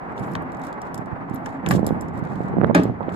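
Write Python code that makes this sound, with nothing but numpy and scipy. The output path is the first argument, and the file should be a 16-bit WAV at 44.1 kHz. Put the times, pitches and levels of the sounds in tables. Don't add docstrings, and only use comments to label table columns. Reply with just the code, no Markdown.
import sys
import numpy as np
from scipy import signal
from scipy.fft import rfft, irfft
from scipy.io import wavfile

SR = 44100
rng = np.random.default_rng(int(sys.argv[2]) if len(sys.argv) > 2 else 0)


def store_pcm(level_fs):
    pcm = np.round(np.clip(level_fs, -1, 1) * 32767).astype(np.int16)
    wavfile.write(sys.argv[1], SR, np.atleast_2d(pcm).T)


def elevation(decibels):
    levels = np.asarray(decibels, float)
    return 10 ** (levels / 20)


N = 138915
LEFT_LAG_S = 0.000271


def rms_one(x):
    return x / np.sqrt(np.mean(x ** 2) + 1e-20)


def in_time(rows):
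    return np.interp(np.arange(N) / SR, *np.transpose(rows))


def at_hz(hz, points):
    point_hz, level_db = np.transpose(points)
    return np.interp(np.log(hz), np.log(point_hz), level_db)


def colour(x, points):
    hz = np.maximum(np.arange(N // 2 + 1) * SR / N, 1)
    return irfft(rfft(x) * elevation(at_hz(hz, points)), N)


def peak(x, hz, width_hz):
    r = np.exp(-np.pi * width_hz / SR)
    poles = [1, -2 * r * np.cos(2 * np.pi * hz / SR), r * r]
    return signal.lfilter([(1 - r * r) / 2, 0, (r * r - 1) / 2], poles, x + 1e-18)


def cut(x, hz, kind):
    return signal.sosfilt(signal.butter(2, hz, kind, fs=SR, output="sos"), x)


def drift(rate_hz):
    return rms_one(cut(rng.standard_normal(N + SR), rate_hz, "low")[SR:])


def grains(per_s, spread_db):
    hit = rng.random(N) < per_s / SR
    size = elevation(spread_db * np.minimum(rng.exponential(1, N), 4))
    return rms_one(hit * size * rng.choice([-1, 1], N))


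def ports(x, pan_db=0., lag_s=0.):
    late = np.interp(np.arange(len(x)) - lag_s * SR, np.arange(len(x)), x)
    return np.array([late * elevation(pan_db / 2), x * elevation(-pan_db / 2)])


def add(out, s, x):
    i = int(s * SR)
    out[..., i:i + x.shape[-1]] += x[..., :N - i]


# hz [Hz], level_db [dB per Hz]
ROAD_SPECTRUM = [(55,-12.5),(250,-4),(520,-8),(800,-1.5),(2050,-17.5),(3300,-41.5),(5200,-52),(16000,-64)]
# start_s [s], level_db [dB]
ROAD_SWELL = [(0,-38),(.3,-35.5),(.55,-37.5),(2.7,-38),(2.9,-41.5),(3.15,-38)]


def traffic():
    roar = rms_one(colour(rng.standard_normal((3, N)), ROAD_SPECTRUM))
    shared = 0.39
    both = np.sqrt(shared) * ports(roar[0], lag_s=0.00025) + np.sqrt(1 - shared) * roar[1:]
    left_db = -1
    swell_db = in_time(ROAD_SWELL) + 4 + 1.45 * drift(18)
    return both * elevation(swell_db) * elevation([[left_db / 2], [-left_db / 2]])


# start_s [s], level_db [dB]
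HUM_LEVEL = [(0,-54),(.3,-41),(.7,-39),(.78,-60),(.92,-48),(1.0,-43.5),(1.6,-34),(1.9,-70)]


def panel_hum():
    hum_hz, width_hz = 265.4, 29.5
    narrow = peak(peak(rng.standard_normal(N), hum_hz, width_hz), hum_hz, width_hz)
    return elevation(in_time(HUM_LEVEL)) * rms_one(narrow)


# start_s [s], level_db [dB]
GUST_LEVEL = [(0,-43),(.17,-40.5),(.22,-30.5),(.4,-34.5),(.75,-46.5),(1.0,-37),(1.6,-40),(1.73,-20),(1.84,-26.5),(1.93,-24.5),(2.0,-32),(2.48,-30.5),(2.58,-21.5),(2.72,-22.5),(2.77,-39),(2.9,-25.5),(2.95,-35.5),(3.15,-31)]


def gusts():
    lumps = []
    for _ in range(2):
        x = peak(grains(450, 2.0), 141, 167)
        lumps.append(rms_one(cut(cut(x, 427, "low"), 60, "high")))
    left = elevation(-5.5) * (lumps[1] + lumps[0] / 3)
    return elevation(in_time(GUST_LEVEL) + 3) * np.array([left, lumps[0]])


def boom():
    boom_hz, width_hz = 167.4, 29
    shake = peak(peak(rng.standard_normal(N), boom_hz, width_hz), boom_hz, 2 * width_hz)
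    return elevation(in_time(GUST_LEVEL) - 7.5) * rms_one(shake)


# start_s [s], peak_db [dB], top_hz [Hz]
PORT_KNOCKS = [(1.673, -20.5, 1090), (1.727, -42, 1100.0), (1.75, -15.5, 1070), (1.783, -21, 1400.0),
               (1.793, -17.5, 1110), (1.83, -17.5, 1090), (1.844, -22, 1100.0), (1.872, -18, 1110),
               (1.907, -15, 1130), (2.405, -20, 1100.0), (2.568, -17, 1100.0), (2.584, -14.5, 1090),
               (2.796, -16, 910), (2.854, -17, 1120), (2.897, -20, 1100.0), (2.6143, -11, 2000),
               (2.6305, -18.5, 1500), (2.6357, -11.5, 1200), (2.6425, -14, 900), (2.6448, -10, 2130),
               (2.6945, -17.5, 500), (2.6997, -16, 1600), (2.7085, -15, 1310), (.992, -27, 496),
               (1.126, -25.5, 213), (1.31, -24, 330), (1.337, -26.5, 326), (1.924, -19.5, 408),
               (2.224, -23, 430), (2.517, -31, 396)]


def knocks():
    out, click = np.zeros(N), np.eye(1, 2500)[0]
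    for s, db, top_hz in PORT_KNOCKS:
        x = peak(click, 180, 242)
        for low_pass_hz in (top_hz, 0.69 * top_hz, 3300, 3600):
            x = cut(x, low_pass_hz, "low")
        x = cut(x, 66, "high")
        add(out, s, elevation(db + 11.5) * x / np.abs(x).max())
    left_db = -37
    return out * elevation([[left_db], [0]])


def slide():
    length_s, from_hz, to_hz = 0.17, 9900, 11900
    out, t = np.zeros((2, N)), np.arange(int(length_s * SR)) / SR
    phase = 2 * np.pi * np.cumsum(np.interp(t, [0, length_s], [from_hz, to_hz])) / SR
    a, b = cut(rng.standard_normal((2, 2, len(t))), 700, "low")
    hiss = rms_one(a * np.cos(phase) + b * np.sin(phase))
    add(out, .165, elevation(-70 + 3 * drift(30)[:len(t)]) * hiss * np.minimum(t / .02, 1))
    return out


# start_s [s], length_s [s], level_db [dB]
KEY_RUBS = [(0.159,0.052,-60),(0.22,.035,-57.5),(0.255,0.1,-64.5),(0.626,0.066,-56),(.84,0.045,-63),(1.325,0.058,-60),(1.435,0.12,-62.5),(1.673,0.09,-58),(1.696,0.043,-43),(1.734,.042,-48.5),(1.86,0.025,-47),(2.002,0.044,-65),(2.135,0.05,-61.5),(2.166,0.021,-62),(2.28,0.11,-62),(2.383,0.11,-65.5),(3.09,0.017,-58.5),(3.115,0.046,-56.5)]
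# hz [Hz], level_db [dB per Hz]
RUB_SPECTRUM = [(2000,-7),(3800,1.5),(6300,-5),(7300,1),(8500,-6),(11500,-11.5),(16000,-16)]


def rubs():
    t, shape = np.arange(N) / SR, 0
    for s, length_s, db in KEY_RUBS:
        rise = (t - s) / 0.0099
        fall = (s + length_s - t) / (0.76 * length_s) + 0.52
        shape = shape + elevation(db) * np.clip(np.minimum(rise, fall), 0, 1)
    scratch = [rms_one(colour(grains(3500, 1.7), RUB_SPECTRUM)) for _ in range(3)]
    unsteady = elevation(2.9 * drift(70) + 1.2 * drift(12.0))
    both = 0.39 * ports(scratch[0], lag_s=LEFT_LAG_S) + 0.79 * np.array(scratch[1:])
    return shape * unsteady * both


# hz [Hz], width_hz [Hz], level_db
# [dB]
KEY_MODES = [(3310,1240,-8.5),(4270,1800,-5.5),(5500,780,-2),(7350,294,2.5),(8860,870,-3),(11480,370,-4.5),(12510,310,-2),(13700,4800,-20)]


def metal(x, strengths_db):
    rings = 0
    for k, ((hz, width_hz, db), own_db) in enumerate(zip(KEY_MODES, strengths_db)):
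        rings = rings + (-1) ** k * elevation(db + own_db) * peak(x, hz, width_hz)
    crack = cut(cut(x, 2260, "high"), 13500, "low")
    return rings + elevation(-8.5 - 15.5) * crack


# start_s [s], peak_db [dB], brightness [dB per octave]
KEY_TOUCHES_IN = [(.122, -51, -7), (.529, -50, 4), (.612, -50, 1.5), (.648, -41, 1.5), (.691, -52, -1.5),
                  (0.179, -36, -20), (0.1956, -40, -5), (.1915, -46, -2), (0.2294, -48, 7),
                  (.2721, -48, 14), (.3155, -50, 6), (0.3192, -46, 0.1), (.3349, -38.5, 4),
                  (0.3527, -24, -31), (0.3644, -53, 5), (0.4215, -47, 13), (0.5197, -41, -10),
                  (0.5473, -39.5, -11), (0.5701, -45.5, -7), (0.595, -49, 0.1), (0.617, -40, -9),
                  (0.638, -36.5, -4), (0.6675, -38, 1), (0.7276, -38.5, -10.5), (0.8167, -31, -5),
                  (0.9436, -26.5, -2), (0.9777, -31, -2), (1.0585, -47.5, -7), (1.297, -44, -6),
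                  (1.345, -28, 59), (1.359, -37, -4), (1.4606, -29.5, -8.5)]
# start_s [s], peak_db [dB], brightness [dB per octave]
KEY_TOUCHES_OUT = [(1.6626, -38, 8), (1.6685, -42, 1.5), (1.6878, -16.5, 6), (1.7083, -19.5, -12),
                   (1.714, -20, 11), (1.7365, -32.5, -6), (1.7445, -44, -3), (1.7547, -30, 1.5),
                   (1.769, -39, -1.5), (1.778, -44, 3), (1.7925, -39, -2), (1.8464, -44, -10),
                   (1.8654, -17.5, 2.5), (1.8891, -31.5, -13), (2.0097, -28, 2.5), (2.0837, -43.5, -5),
                   (2.174, -45.5, 1), (2.1367, -54, -3), (2.191, -45, -2), (2.239, -43.5, -13),
                   (2.2508, -42, -9), (2.2724, -47, -17), (2.2949, -54, -15), (2.326, -51, -10),
                   (2.356, -42, -11), (2.4842, -44.5, -10), (2.668, -44, -8), (2.7476, -17.5, -5),
                   (2.834, -27.5, -2.5)]


def touches():
    out, t = np.zeros((2, N)), np.arange(3000) / SR
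    octaves = np.minimum(np.log2(np.array(KEY_MODES)[:, 0] / 7000), .65)
    t60_s, bounce_db = 0.015, -17
    for s, db, tilt_db in list(KEY_TOUCHES_IN) + list(KEY_TOUCHES_OUT):
        later = t - rng.uniform(.004, .011)
        bounce = elevation(bounce_db - 60 * later / t60_s / 2) * (later > 0)
        scuff = (elevation(-60 * t / t60_s) + bounce) * rng.standard_normal((3, len(t)))
        x = metal(scuff, tilt_db * octaves + rng.normal(0, 1.0, len(KEY_MODES)))
        x = ports(x[0], -2, LEFT_LAG_S) + x[1:]
        add(out, s, elevation(db) * x / np.abs(x).max())
    return out


# start_s [s], peak_db [dB], centre_hz [Hz], t60_s [s], left_right_db [dB]
PART_CLACKS = [(.176,-21,900,.02,-4),(1.663,-25,1700,.015,-3),(3.03,-39.5,3400,.015,6),(.352,-22,3870,0.007,0),(1.662,-16.5,3360,0.013,9.5),(1.709,-8,1300,0.026,-1),(2.6135,-17.5,1525,0.0061,-27),(2.6355,-23.5,1900,0.0035,-19),(2.6445,-19,1710,0.006,-22.5),(2.748,-12,1500,.05,-12),(.352,-25,1880,0.011,-4),(3.011,-24,1260,0.033,-9),(1.709,-17,2500,0.018,0),(2.696,-19.5,780,0.036,-27),(2.71,-15.5,870,0.022,-18),(3.006,-18,860,0.083,-19),(3.082,-22,504,0.016,-26),(3.091,-27.5,2330,0.033,11)]


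def clacks():
    out, t = np.zeros((2, N)), np.arange(5000) / SR
    span = 1.32
    for s, db, hz, t60_s, pan_db in PART_CLACKS:
        snap = 3.6 * (np.abs(t - .0006) < .00008)
        x = (rng.standard_normal(len(t)) + snap) * elevation(-60 * t / t60_s) * np.minimum(t / 0.00071, 1)
        x = cut(x, hz / span, "high")
        for low_pass_hz in (hz * span, hz * span, 0.88 * hz * span, 1.43 * hz):
            x = cut(x, low_pass_hz, "low")
        add(out, s, ports(elevation(db) * x / np.abs(x).max(), pan_db, LEFT_LAG_S))
    return out


def panel_bursts(rows, points, decay_tilt):
    out, t = np.zeros((2, N)), np.arange(14000) / SR
    edges_hz = 110 * 2 ** np.arange(0, 7.3, .5)
    for s, db, t60_s, tilt_db in rows:
        rattle = elevation(-0.5 * drift(180)[:len(t)] * np.minimum(t / 0.0044, 1))
        white = rng.standard_normal((3, len(t))) * rattle
        white = ports(white[0], lag_s=LEFT_LAG_S) + 1.24 * cut(white[1:], 700, "high")
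        x = 0
        for low, high in zip(edges_hz, edges_hz[1:]):
            level_db = at_hz(low * 1.355, points) + tilt_db * np.log2(low / 1000)
            band_t60_s = t60_s * (low / 1000) ** -decay_tilt
            shape = elevation(-60 * t / band_t60_s) * np.minimum(t / 0.00048, 1)
            x = x + elevation(level_db) * cut(white * shape, [low, high], "band")
        add(out, s, elevation(db) * x / np.sqrt(np.mean(x[:, :900] ** 2)))
    return out


# start_s [s], level_db [dB], t60_s [s at 1 kHz], brightness [dB per octave]
LOCK_BLOWS = [
    (0.353,-28,0.0066,0.5),
    (1.459,-38.5,0.043,9.5),
    (1.662,-31.5,0.18,7.5),
    (1.709,-20,0.086,0),
]
# hz [Hz], level_db [dB per Hz]
PANEL_SPECTRUM = [(100,-16),(200,5),(450,-5),(800,-4.5),(1600,-3),(3300,-40),(7300,-37.5),(16000,-82)]


def lock_blows():
    return panel_bursts(LOCK_BLOWS, PANEL_SPECTRUM, 0.96)


# start_s [s], level_db [dB], t60_s [s at 1 kHz], brightness [dB per octave]
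LATCH_STRIKES = [
    (2.7455,-16,0.22,-2),
    (2.7478,-15,0.062,3.5),
    (2.76,-15.5,0.16,-2),
]
# hz [Hz], level_db [dB per Hz]
LATCH_SPECTRUM = [(110,-14.5),(250,2.5),(900,-9.5),(1700,-13),(3400,-30),(5500,-40),(7400,-39),(16000,-67)]


def latch_strikes():
    return panel_bursts(LATCH_STRIKES, LATCH_SPECTRUM, 0.51)


# hz [Hz], level_db [dB], t60_s [s]
PANEL_MODES = [(178, -8.5, 0.28), (314, -8.5, 0.25), (568, -14.5, 0.18), (647, -14, 0.24), (835, 2, 0.026),
               (1242, -18.5, 0.22), (1590, -16, 0.2), (1852, -41, 0.82), (2100, -18, 0.11),
               (2490, -54, 0.58)]


def latch_ring():
    out, t, rings = np.zeros((2, N)), np.arange(14000) / SR, 0
    for hz, db, t60_s in PANEL_MODES:
        rings = rings + elevation(db - 60 * t / t60_s) * np.sin(2 * np.pi * hz * t) * rng.choice([-1, 1])
    add(out, 2.748, ports(elevation(-5) * rings * np.minimum(t / .004, 1), lag_s=LEFT_LAG_S))
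    return out


def scatter(near):
    t = np.arange(6000) / SR
    tail = rng.standard_normal((2, len(t))) * elevation(-60 * t / 0.29)
    tail = tail / np.sqrt(np.sum(tail[0] ** 2))
    return elevation(-20) * signal.fftconvolve(near, tail, axes=1)[:, :N]


def scene():
    background = traffic() + panel_hum() + gusts() + boom() + knocks()
    keys = rubs() + touches()
    lock = slide() + clacks() + lock_blows()
    latch = latch_strikes() + latch_ring()
    return background + keys + scatter(keys) + lock + latch


def band_limit(x):
    return signal.sosfilt(signal.butter(12, 16820, fs=SR, output="sos"), x)


def record(dry):
    x = signal.sosfilt(signal.cheby2(10, 50, 16700, fs=SR, output="sos"), dry)
    x = cut(x, 29, "high")
    x = 1.15 * np.tanh(x / 1.15)
    return band_limit(x)


dry = scene()
out = record(dry)
store_pcm(out)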